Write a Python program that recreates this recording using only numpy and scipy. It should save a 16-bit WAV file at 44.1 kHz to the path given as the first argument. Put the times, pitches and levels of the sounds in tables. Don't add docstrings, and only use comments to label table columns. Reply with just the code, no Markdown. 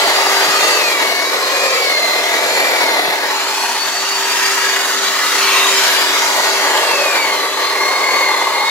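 import sys
import numpy as np
from scipy import signal
from scipy.fft import irfft, next_fast_len
from scipy.io import wavfile
from scipy.ndimage import uniform_filter1d

SR = 44100
rng = np.random.default_rng(int(sys.argv[2]) if len(sys.argv) > 2 else 0)


def log_audio(samples):
    frames = np.atleast_2d(samples).T
    limited = np.clip(frames, -1, 1)
    pcm = np.round(limited * 32767).astype(np.int16)
    wavfile.write(sys.argv[1], SR, pcm)


N = 383654
TIME = np.arange(N) / SR
FRAME, HOP = 1024, 256
FRAME_TIME = np.arange(N // HOP + 5) * HOP / SR
BIN_HZ = np.fft.rfftfreq(FRAME, 1 / SR)
PINION_TEETH, DRUM_TEETH, FAN_BLADES = 7, 55, 12


def amp(db):
    return 10 ** (np.asarray(db) / 20)


def evened(x):
    return x / np.sqrt(np.mean(x ** 2) + 1e-20)


def follow(rows, t=TIME):
    start_s, *columns = np.transpose(rows)
    return [np.interp(t, start_s, column) for column in columns]


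def read(points):
    hz, value = np.transpose(points)
    return np.interp(np.log(BIN_HZ + 1), np.log(hz), value)


def wander(rate_hz):
    hz = np.fft.rfftfreq(next_fast_len(N), 1 / SR)
    a, b = rng.standard_normal((2, len(hz)))
    spectrum = (a + 1j * b) / (1 + (hz / rate_hz) ** 4)
    return evened(irfft(spectrum)[:N])


def patches(frames_order, bins_order):
    field = rng.standard_normal((len(FRAME_TIME), len(BIN_HZ)))
    over_time = uniform_filter1d(field, frames_order, 0)
    return evened(uniform_filter1d(over_time, bins_order, 1))


def ringing(hz, width_hz):
    shake = wander(width_hz) + 1j * wander(width_hz)
    return (shake * np.exp(2j * np.pi * np.cumsum(hz) / SR)).real


# start_s, lead_ms
BEARING = [(0, 0.16), (3.1, 0.18), (3.7, 0.084), (4.6, 0.12), (5.5, 0.065), (6.2, 0.16), (7.1, 0.11)]


def ports(x, share=1):
    lead_s = follow(BEARING)[0] / 1000
    return np.array([np.interp(TIME + share * lead_s, TIME, x), x])


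# pitch_hz, likeness (0-1)
LIKENESS = [(100, 1), (400, 0.83), (1000, 0.82), (2000, 0.76), (4000, 0.52), (10000, 0)]


def noise(colour_db, shading_db=0, ahead=0.36):
    a, b, c, d = rng.standard_normal((4, len(FRAME_TIME), len(BIN_HZ)))
    lead_s = follow(BEARING, FRAME_TIME)[0][:, None] / 1000
    right = a + 1j * b
    link = read(LIKENESS) * (ahead + (1 - ahead) * np.exp(2j * np.pi * BIN_HZ * lead_s))
    unlike = np.sqrt(np.maximum(1 - abs(link) ** 2, 0)) * (c + 1j * d)
    left = link * right + unlike
    slices = np.array([left, right]) * amp(colour_db + shading_db)
    sound = signal.istft(slices.transpose(0, 2, 1), nperseg=FRAME, noverlap=FRAME - HOP)[1]
    return evened(sound[:, :N])


# pitch_hz, level_db
EXTRACTOR = [(391.3, -31.5), (296.7, -45), (120.5, -63.5), (1462, -36)]
# start_s, change_db
SCREEN = [(0, -3), (.55, 2), (.9, -5.5), (3, -7.5), (3.6, -5.5), (5.6, 1), (6.5, 0), (7.3, -2.5),
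          (8.7, -5.5)]
# pitch_hz, level_db (per Hz)
DRAUGHT = [(25.0, -37), (80.0, -15.5), (160.0, -18), (220.0, 0), (290.0, 2), (340.0, -4.5), (700.0, 8.5),
           (2000.0, -12), (8000.0, -41)]


def extractor(draught_db=-37.0, waver_db=2.0, drift=0.0015):
    clock = np.cumsum(1 + drift * wander(7.1)) / SR
    hum = 0
    for hz, db in EXTRACTOR:
        hum = hum + amp(db + waver_db * wander(4.2)) * np.sin(2 * np.pi * hz * clock)
    air = amp(draught_db) * noise(read(DRAUGHT))
    return np.sqrt(2) * hum * amp(follow(SCREEN)[0]) + air


def eaves(x, wet_db=-9, t60=0.16):
    t = TIME[:SR // 4]
    taps = rng.standard_normal((2, len(t))) * amp(-60 * t / t60)
    taps = taps / np.linalg.norm(taps[0])
    scatter = signal.fftconvolve(x[None], taps, axes=1)[:, :N]
    return (ports(x, 0.49) + amp(wet_db) * scatter) / np.hypot(1, amp(wet_db))


# start_s, delay_ms, strength (0-1)
WALL = [(0, 2.3, 0.1), (.75, 2.53, 0.36), (1.1, 1.8, 0), (1.45, 1.93, 0.3), (1.85, 1.42, .45),
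        (2.15, 1.43, 0.22), (3.1, 1.28, 0.1), (6.3, 2.1, 0), (7.15, 1.78, .3), (8, 1.82, 0.34)]


def wall_db(scatter_hz=2500):
    delay_ms, strength = follow(WALL, FRAME_TIME[:, None])
    turn = np.exp(2j * np.pi * BIN_HZ * delay_ms / 1000)
    echo = turn * strength / (1 + (BIN_HZ / scatter_hz) ** 2)
    return 20 * np.log10(abs(1 + echo))


# start_s, pitch_hz, change_db
HOLLOW = [(.5, 510, -6.5), (.9, 950, -0.5), (1.9, 900, -6), (3.1, 460, 0), (3.6, 470, -8), (4.2, 510, -9),
          (4.8, 850, -5), (5.05, 550, -5), (5.9, 607, -2), (6.5, 620, 4)]


def hollow_db(width_hz=130):
    hz, db = follow(HOLLOW, FRAME_TIME[:, None])
    return db / (1 + (2 * (BIN_HZ - hz) / width_hz) ** 2)


# pitch_hz, width_hz, boost_db
HOUSING = [(717, 48, 7), (944, 57, 5), (1252, 71, 2.5), (1678, 21, 4.5), (1910, 140, 2.5)]


def housing_db():
    return sum(db / (1 + (2 * (BIN_HZ - hz) / width) ** 4) for hz, width, db in HOUSING)


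# start_s (moment of the peak), level_db, pitch_hz (centre)
BUMPS = [(0.487, -39, 150), (.63, -42, 150), (3.086, -37, 191.3)]


def bumps(decay=0.0058, spread_hz=70):
    shake = wander(spread_hz) + 1j * wander(spread_hz)
    knocks = 0
    for start_s, db, hz in BUMPS:
        age = np.maximum(TIME - start_s + decay, 0) / decay
        knock = (shake * np.exp(2j * np.pi * hz * TIME)).real
        knocks = knocks + amp(db) * age * np.exp(1 - age) * knock
    return knocks


# pitch_hz, level_db (per Hz)
AIR = [(100.0, -52), (250.0, -13.5), (500.0, -3.5), (780.0, -4.5), (1050.0, 2), (2000.0, 0.1),
       (3200.0, -0.5), (4500.0, -0.5), (5400.0, -3.5), (7200.0, -4), (8400.0, -12.5), (11500.0, -13),
       (13500.0, -15), (15800.0, -21)]
# start_s, level_db
VENTS = [(0, -16.5), (.6, -14.5), (1.25, -21), (1.6, -18.5), (2.8, -19.5), (3.1, -22.5), (3.5, -18),
         (4.1, -18), (4.45, -14), (5, -16.5), (5.55, -12), (6.05, -13.5), (6.8, -17), (7.55, -21.5),
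         (8.15, -21), (8.7, -23)]


def cooling_air(patchy_db=3.5, gust_db=0.7):
    shading_db = wall_db() + hollow_db() + patchy_db * patches(frames_order=30, bins_order=3)
    level_db = follow(VENTS)[0] + gust_db * wander(44)
    return amp(level_db) * noise(read(AIR) + housing_db(), shading_db)


# start_s, level_db
BLADES = [(0, -29), (.45, -24), (.61, -32), (.73, -23), (1.1, -39), (1.5, -26), (2.1, -39), (2.4, -31),
          (3.1, -34), (4.3, -27), (5.4, -35), (5.95, -26), (7.2, -39), (8.7, -33)]


def fan(turns, second_db=-27, fade_db=1.5, fade_hz=9, flutter_db=3):
    phase = 2 * np.pi * FAN_BLADES * turns
    tone = np.sin(phase) + amp(second_db) * np.sin(2 * phase)
    level_db = follow(BLADES)[0] + fade_db * wander(fade_hz) + flutter_db * wander(23)
    return np.sqrt(2) * tone * amp(level_db)


# start_s, speed (turns per second)
SPEED = [(0, 379), (.6, 393), (.79, 374), (.97, 323), (1.18, 312), (1.43, 346), (1.64, 352), (2.01, 296),
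         (2.21, 295), (2.45, 337), (2.72, 339), (2.91, 298), (3.07, 280), (3.32, 335), (3.81, 373),
         (4.49, 390.5), (5.6, 398.4), (6.83, 399.5), (7.07, 355.5), (7.45, 279), (7.68, 298), (8.15, 315.5),
         (8.41, 294), (8.7, 312.5)]
INERTIA_S = .14


def shaft_hz(t=TIME):
    smooth = uniform_filter1d(follow(SPEED)[0], max(1, int(INERTIA_S * SR)), mode="nearest")
    return np.interp(t, TIME, smooth)


# start_s, pitch_hz, level_db
CASE = [(1.7, 1992, -46), (2.2, 2006, -30), (3.6, 2050, -44), (7.7, 2050, -57), (8.05, 2102, -18),
        (8.7, 2010, -34)]


def gear_case(width_hz=70):
    hz, db = follow(CASE)
    return amp(db) * ringing(hz, width_hz)


def squeal(mesh_phase, order=6, peak_hz=12200, width_hz=600, peak_db=-42):
    off = 2 * (order * PINION_TEETH * shaft_hz() - peak_hz) / width_hz
    return amp(peak_db) / (1 + off ** 2) * np.sin(order * mesh_phase)


# start_s, mesh_level_db, octave_level_db
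FACING = [(.55, -33, -42), (.68, -23, -34), (1, -23, -32), (1.19, -22, -24), (1.42, -34, -44),
          (1.65, -21.5, -28), (2.05, -23, -19.5), (2.43, -27, -38), (2.62, -18.5, -38), (2.79, -22.5, -28),
          (2.96, -26, -27), (3.3, -36, -42), (6.78, -38, -42), (6.94, -20.5, -42), (7.21, -21, -28),
          (7.55, -33, -28), (7.88, -22, -25), (8.25, -20.5, -23), (8.46, -28, -29.5), (8.7, -21, -24.5)]


def gears(turns, drum_turns, fade_db=1.0, runout=0.15, swing=0.074, rattle=0.15, flutter_db=1.5):
    drum = 2 * np.pi * drum_turns
    phase = 2 * np.pi * PINION_TEETH * turns + swing * np.sin(drum)
    levels_db = follow(FACING)
    tone = squeal(phase)
    tone += amp(levels_db[0]) * squeal(phase, order=3, peak_hz=7260, peak_db=-5.5)
    for harmonic, db in enumerate(levels_db, 1):
        wave = np.sin(harmonic * (phase + rattle * wander(78)))
        tone += amp(db + fade_db * wander(4.5)) * wave
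    return np.sqrt(2) * tone * (1 + runout * np.cos(drum)) * amp(flutter_db * wander(94))


# start_s, pitch_hz, level_db
GROWL = [(0, 720, -24), (.4, 735, -27), (.6, 599.6, -27.5), (1.2, 653.8, -28.5), (1.42, 531, -39),
         (1.75, 535.6, -26), (2.05, 641.3, -26.5), (3.03, 662, -25.5), (3.6, 619.7, -46), (8.1, 616, -39.5)]


def growl(drum_turns, width_hz=75, beat=0.18):
    hz, db = follow(GROWL)
    shake = 1 + beat * np.cos(2 * np.pi * drum_turns)
    return amp(db) * evened(ringing(hz, width_hz) * shake)


# order (multiple of the drum rate), level_db (relative)
DRUM_ORDERS = [(12, 10), (13, 6.5), (17, -9), (18, -4)]
# start_s, level_db
DRONE = [(0, -23.5), (1.2, -34), (1.65, -20.5), (2.1, -34), (2.65, -23.5), (3.8, -49), (6, -38), (7, -23),
         (7.6, -38), (8.7, -34)]
# start_s, pitch_hz, level_db
RING = [(0, 1220, -30), (.7, 1217, -20.5), (1.1, 1102, -28), (1.7, 1048, -22.5), (2.2, 1210, -31.5),
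        (5.1, 887.7, -43), (5.5, 908, -30), (6.4, 955, -31), (6.8, 1120, -24.5), (7.5, 1168, -25),
        (8.1, 1067, -20), (8.7, 1082, -27)]


def drone(drum_turns, drone_db=-3, ring_db=-3, ring_width_hz=50, blur=1.0, flutter_db=2):
    chord = 0
    for order, db in DRUM_ORDERS:
        phase = 2 * np.pi * order * drum_turns + blur * wander(26.5)
        chord = chord + amp(db + flutter_db * wander(3.9)) * np.sin(phase)
    ring_hz, guard_db = follow(RING)
    ring = amp(ring_db + guard_db) * ringing(ring_hz, ring_width_hz)
    return amp(drone_db + follow(DRONE)[0]) * evened(chord) + ring


# pitch_hz, level_db (per Hz)
RASP = [(60, -43), (150, -37.5), (230, -19), (330, -8.5), (540, -4.5), (900, -7.5), (1400, -11),
        (2000, -1.5), (2900, -16), (4200, -9.5), (8000, -32), (11000, -19.5), (15000, -29.5)]


def grit(drum_turns, count=1024):
    grains = rng.standard_normal(count)
    scrape = np.interp(drum_turns % 1, np.arange(count) / count, grains)
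    slices = signal.stft(scrape, nperseg=FRAME)[2] * amp(read(RASP) + housing_db())[:, None]
    return ports(evened(signal.istft(slices, nperseg=FRAME)[1][:N]))


# start_s, level_db
BITE = [(0, -16), (1.2, -17), (2.2, -18), (2.6, -14), (3.1, -17), (3.6, -26), (4.3, -28), (5.6, -30),
        (6.1, -23.5), (6.8, -16), (7.55, -21.5), (8.15, -17), (8.7, -23)]
# pitch_hz, width_hz, level_db
CHATTER = [(891, 136, 1), (1130, 156, -4)]
# start_s, level_db
GUARD = [(0, -18.5), (1.15, -31), (1.6, -28), (2.7, -24.5), (3.4, -23.5), (4.1, -30), (6, -28), (6.7, -19),
         (7.5, -24.5), (8.1, -18)]


def sanding(drum_turns, rasp_db=-2.0, chatter_db=-2, beat=0.16, grab_db=1.64, patchy_db=2, buzz_db=-2):
    log_db, guard_db = follow(BITE)[0], follow(GUARD)[0]
    shading_db = wall_db() + hollow_db()
    patched_db = shading_db + patchy_db * patches(frames_order=30, bins_order=2)
    rasp = noise(read(RASP) + housing_db(), patched_db)
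    rasp = evened(rasp + amp(buzz_db) * grit(drum_turns))
    guard = sum(amp(db) / (1 + (2 * (BIN_HZ - hz) / width) ** 4) for hz, width, db in CHATTER)
    chatter = noise(20 * np.log10(guard), shading_db)
    bite = (1 + beat * np.cos(2 * np.pi * drum_turns)) * amp(grab_db * wander(17.4))
    return bite * (amp(rasp_db + log_db) * rasp + amp(chatter_db + guard_db) * chatter)


def scene(unsteady=0.0007, left_db=0.37):
    turns = np.cumsum(shaft_hz() * (1 + unsteady * wander(22.9))) / SR
    drum_turns = turns * PINION_TEETH / DRUM_TEETH
    motor = eaves(gears(turns, drum_turns) + fan(turns) + gear_case()) + cooling_air()
    wood = sanding(drum_turns) + ports(drone(drum_turns) + growl(drum_turns)) + bumps()
    return (extractor() + motor + wood) * amp([[left_db], [-left_db]])


EDGE_HZ = 15800


def record(dry):
    lowpass = signal.firwin(801, EDGE_HZ, window=("kaiser", 9), fs=SR)
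    return signal.oaconvolve(dry, lowpass[None], "same", axes=1)


dry = scene()
out = record(dry)
log_audio(out)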